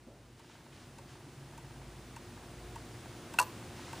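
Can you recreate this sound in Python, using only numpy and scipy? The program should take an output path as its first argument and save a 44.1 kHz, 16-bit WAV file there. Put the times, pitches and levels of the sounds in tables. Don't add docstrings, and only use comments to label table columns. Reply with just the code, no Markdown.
import sys
import numpy as np
from scipy import signal
from scipy.fft import rfft, irfft, next_fast_len
from scipy.io import wavfile
from scipy.ndimage import map_coordinates

SR = 44100
rng = np.random.default_rng(int(sys.argv[2]) if len(sys.argv) > 2 else 0)


def transcribe(u):
    v = np.clip(np.atleast_2d(u).T, -1, 1)
    q = np.round(v * 32767).astype(np.int16)
    wavfile.write(sys.argv[1], SR, q)


def gain_from_decibels(decibels):
    exponent = np.asarray(decibels, float) / 20
    return 10 ** exponent


N = 176400


def unit(x):
    return x / np.sqrt(np.mean(x ** 2) + 1e-20)


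def curves(rows):
    s, *cols = np.transpose(rows)
    return [np.interp(np.arange(N) / SR, s, c) for c in cols]


def filtered(x, points):
    m = next_fast_len(N + 8192)
    hz, db = np.transpose(points)
    bins_hz = np.fft.rfftfreq(m, 1 / SR)
    curve_db = np.interp(np.log(bins_hz + 1), np.log(hz + 1), db)
    return irfft(rfft(x, m) * gain_from_decibels(curve_db), m)[..., :N]


def coloured_noise(points):
    return unit(filtered(rng.standard_normal(N), points))


def narrow(hz, width_hz, steady=2.5):
    knots = rng.standard_normal((2, 400))
    a, b = (map_coordinates(k, [np.arange(N) * width_hz / SR]) for k in knots)
    carrier = np.exp(2j * np.pi * np.cumsum(hz * np.ones(N)) / SR)
    return unit(np.real((a + 1j * b + steady) * carrier))


def add(out, s, modes, db, rise_s, crack_db=-99, band_hz=(3500, 11500)):
    scatter_db, crack_t60 = 1, 0.028
    t = np.arange(SR // 3) / SR
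    ring = np.zeros(len(t))
    for hz, level, t60 in modes:
        fresh_db = level + rng.normal(0, scatter_db)
        ring += gain_from_decibels(fresh_db - 60 * t / t60) * np.sin(2 * np.pi * hz * t)
    band = signal.butter(2, band_hz, "band", fs=SR)
    grit = signal.lfilter(*band, rng.standard_normal(len(t)))
    contact = ring + gain_from_decibels(crack_db - 60 * t / crack_t60) * grit
    out[round(s * SR):][:len(t)] += gain_from_decibels(db) * contact * (1 - np.exp(-t / rise_s))


def recorder_gain():
    # time in seconds, hiss level in dB.
    gain_rise = [(0.0, -67.5), (0.34, -66.5), (0.6, -64), (0.87, -62.5), (3.39, -56), (3.51, -55.5),
                 (3.81, -56), (4.0, -53.5)]
    return gain_from_decibels(curves(gain_rise)[0])


def room_air():
    # frequency in Hz, density in dB per Hz.
    air_colour = [(12, -50), (20, -47), (38, -15), (119, -1), (163, -7.5), (353, -11), (555, -15),
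                  (705, -15.5), (11500, -32.5), (15000, -47), (22000, -120)]
    # frequency in Hz, density in dB per Hz.
    apart_colour = [(20, -11), (134, -13), (250, -4), (900, -4.5), (2000, -7.5), (5000, -6), (11500, -8.5),
                    (15000, -23), (22000, -120)]
    air = coloured_noise(air_colour[:-2])
    apart = coloured_noise(apart_colour[:-2])
    return gain_from_decibels(7) * air + gain_from_decibels(-8.5) * apart * np.array([[1], [-1]])


def mains_hum():
    # frequency in Hz, level in dB over the hiss, width in Hz.
    hum_lines = [(242.2, -6.5, 6.03), (301.5, -8, 40), (338.4, -7.5, 33), (357, -5.5, 6.09),
                 (722, -14.5, 3.12)]
    return sum(gain_from_decibels(db) * narrow(hz, width_hz) for hz, db, width_hz in hum_lines)


def engine_drone():
    # time in seconds, low drone level in dB, upper drone level in dB.
    drone_levels = [(0.0, -63, -67), (0.49, -69, -68), (0.69, -74, -62), (1.25, -62, -56), (1.71, -61, -55),
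                    (1.87, -58.5, -57.5), (2.24, -61, -59), (2.67, -54, -61.5), (2.95, -61.5, -55),
                    (3.25, -64, -59), (3.6, -72, -64), (4.0, -69, -71)]
    # time in seconds, upper drone frequency in Hz.
    drone_pitch = [(0, 109.6), (.6, 133.7), (1.9, 134.4), (2.3, 120), (3, 116.2), (4, 111.3)]
    low_db, upper_db = curves(drone_levels)
    low = narrow(53.6, 3)
    upper = narrow(curves(drone_pitch)[0], 17, steady=1.0)
    return gain_from_decibels(low_db) * low + gain_from_decibels(upper_db) * upper


def handling_knocks():
    # start in seconds, level in dB, frequency in Hz.
    bumps = [
        (.068, -43, 241),
        (.1, -56, 490),
        (.99, -49, 561),
        (1.262, -43, 282),
    ]
    out = np.zeros(N + SR)
    for s, db, hz in bumps:
        add(out, s, [(hz, 0, 0.081)], db, 0.004)
    return out[:N]


def thumb_scuff():
    # frequency in Hz, density in dB per Hz.
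    scuff_colour = [(150, -26), (300, 2), (600, 2), (1000, -16), (2000, -37)]
    start_s, t60, level_db = 0.075, 0.79, -57.5
    t = np.arange(N) / SR
    fade = (t > start_s) * gain_from_decibels(level_db - 60 * abs(t - start_s) / t60)
    return fade * coloured_noise(scuff_colour)


def cloth_rustle():
    # start in seconds, length in seconds, level in dB.
    swishes = [
        (.37, 0.17, -67),
        (0.486, 0.1, -70.5),
        (0.718, .12, -62.5),
        (1.075, 0.057, -62),
        (3.75, .25, -57),
    ]
    # frequency in Hz, density in dB per Hz.
    cloth_colour = [(300, -26), (1200, 2.5), (3000, 2.5), (7000, -4.5), (11000, -18), (14000, -30)]
    t = np.arange(N) / SR
    strokes = np.zeros(N)
    for s, length_s, db in swishes:
        rise = np.clip((t - s) / 0.012, 0, 1)
        fall = np.clip((s + length_s - t) / 0.055 + 1, 0, 1)
        strokes += gain_from_decibels(db) * rise * fall
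    return strokes * coloured_noise(cloth_colour)


def wheel_patter():
    # time in seconds, level in dB.
    taps = [(0.445, -51.5), (0.498, -48), (0.553, -49), (0.607, -48), (0.665, -49.5), (1.154, -51),
            (1.207, -47.5), (1.266, -53), (1.427, -50), (1.481, -49.5), (1.534, -46), (1.646, -46.5),
            (1.708, -45), (1.76, -46), (1.815, -45.5), (2.322, -48), (2.376, -43.5), (2.435, -45),
            (2.909, -52), (3.058, -41), (3.114, -56), (3.624, -44.5), (3.794, -42), (3.879, -42.5)]
    # frequency in Hz, level in dB, decay time t60 in seconds.
    tooth = [(917, 1, 0.015), (1190, -4, 0.013), (1580, -4, .012)]
    out = np.zeros(N + SR)
    for s, db in taps:
        add(out, s, tooth, db + 5, 0.0012)
    return out[:N]


def escapement_ticks():
    # time in seconds, case level in dB, then panel, plate and pallet levels in dB over the case.
    ticks = [(.398, -50.5, -8, -17, -9), (.988, -47.5, -8, -7, -5), (1.581, -44.5, -8, -16, -8.5),
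             (2.166, -42.5, -5, -7, -6.5), (2.761, -38, -11.5, -16, -12.5), (3.342, -38.5, -6.5, -7, -8),
             (3.933, -36.5, -7, -11, -11)]
    # frequency in Hz, level in dB, t60 in seconds.
    case = [(923, 2, 0.028), (1080, -8, 0.032)]
    tick_panel = [(1300, -3, .018), (1540, 2, .028), (1950, -3, .022), (2250, -5, .018)]
    plate = [(2680, 3, .028)]
    pallet = [(5200, -10, .015), (7600, -1, .03), (14800, -4, .015)]
    crack_band = [1000, 14000]
    lock_s = 0.005
    out = np.zeros(N + SR)
    for s, db, panel_db, plate_db, pallet_db in ticks:
        add(out, s - 0.001, case, db + 9, 0.004)
        add(out, s - lock_s / 2, tick_panel, db + panel_db, 0.001)
        add(out, s - 0.003, plate, db + plate_db, 0.001)
        add(out, s - lock_s, pallet, db + pallet_db, 0.002, crack_db=8, band_hz=crack_band)
    return out[:N]


def lever_clunk():
    # time in seconds, case boom level in dB, panel level in dB, steel level in dB.
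    contacts = [
        (3.3864, -44, -25, -32.5),
        (3.3879, -38, -17.5, -26.5),
        (3.3955, -44, -30, -27),
        (3.398, -19.5, -33.5, -27.5),
        (3.4145, -50, -48, -32.5),
        (3.425, -42, -56, -37),
        (3.4317, -52, -56, -45),
    ]
    # frequency in Hz, level in dB, t60 in seconds.
    boom_modes = [(430, -19, .07), (510, -20, .12), (637, -17, 0.13), (864, -14, 0.21), (958, -14, .07),
                  (990, 0, .11), (1060, -17, 0.35), (1173, -19, .2), (1300, -22, .1)]
    panel_modes = [(980, 2, .022), (1296, -8, 0.022), (1444, -4, 0.038), (1500, -2, 0.029),
                   (1687, -19, .12), (1880, -21, 0.085), (2355, -14.5, 0.055), (2650, -10.5, 0.042),
                   (2670, -2.5, 0.024), (2743, -5, .04), (3100, -21, 0.019)]
    steel_modes = [(4334, -11, 0.038), (5700, -10, .03), (6230, -16, 0.05), (7010, -21, 0.03),
                   (7800, -10, 0.026), (7940, -11.5, 0.042), (8800, -13.5, 0.038), (9383, -18, 0.053),
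                   (10630, -13, 0.031), (11500, -3, 0.036)]
    spring_modes = [(14000, -27, .05), (14490, -44, 0.38), (11950, -58, .5)]
    out, boom = np.zeros((2, N + SR))
    for s, boom_db, panel_db, steel_db in contacts:
        add(boom, s, boom_modes, boom_db, 0.002)
        add(out, s, panel_modes, panel_db, 0.0006)
        add(out, s, steel_modes, steel_db, 0.0004, crack_db=2.5)
    add(out, contacts[1][0], spring_modes, 0, 0.001)
    rest_s, rest_db = 3.436, -7
    resting = np.clip((np.arange(N) / SR - rest_s) / 0.0036, 0, 1)
    return out[:N] + boom[:N] * gain_from_decibels(rest_db * resting)


def room(x):
    t60, level_db, top_hz = 0.36, -27, 2500
    t = np.arange(SR // 2) / SR
    dull = signal.lfilter(*signal.butter(1, top_hz, fs=SR), rng.standard_normal(len(t)))
    tail = dull * gain_from_decibels(-60 * t / t60) * np.clip(t / 0.0082, 0, 1)
    return gain_from_decibels(level_db) * signal.fftconvolve(x, tail / np.linalg.norm(tail))[:N]


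def scene():
    background = recorder_gain() * (room_air() + mains_hum()) + engine_drone()
    handling = handling_knocks() + thumb_scuff() + cloth_rustle()
    clock = wheel_patter() + escapement_ticks() + lever_clunk()
    return background + handling + clock + room(clock)


def roll_off(x):
    return signal.sosfilt(signal.butter(12, 16480, fs=SR, output="sos"), x)


def record(dry):
    # frequency in Hz, response in dB.
    mic_response = [(10500, 0.5), (12000, -12), (12400, -35), (12950, -36), (13200, -6), (14200, -4.5),
                    (15250, -0.5), (15600, -36), (16500, -60)]
    mix = filtered(dry, mic_response)
    return roll_off(mix)


dry = scene()
out = record(dry)
transcribe(out)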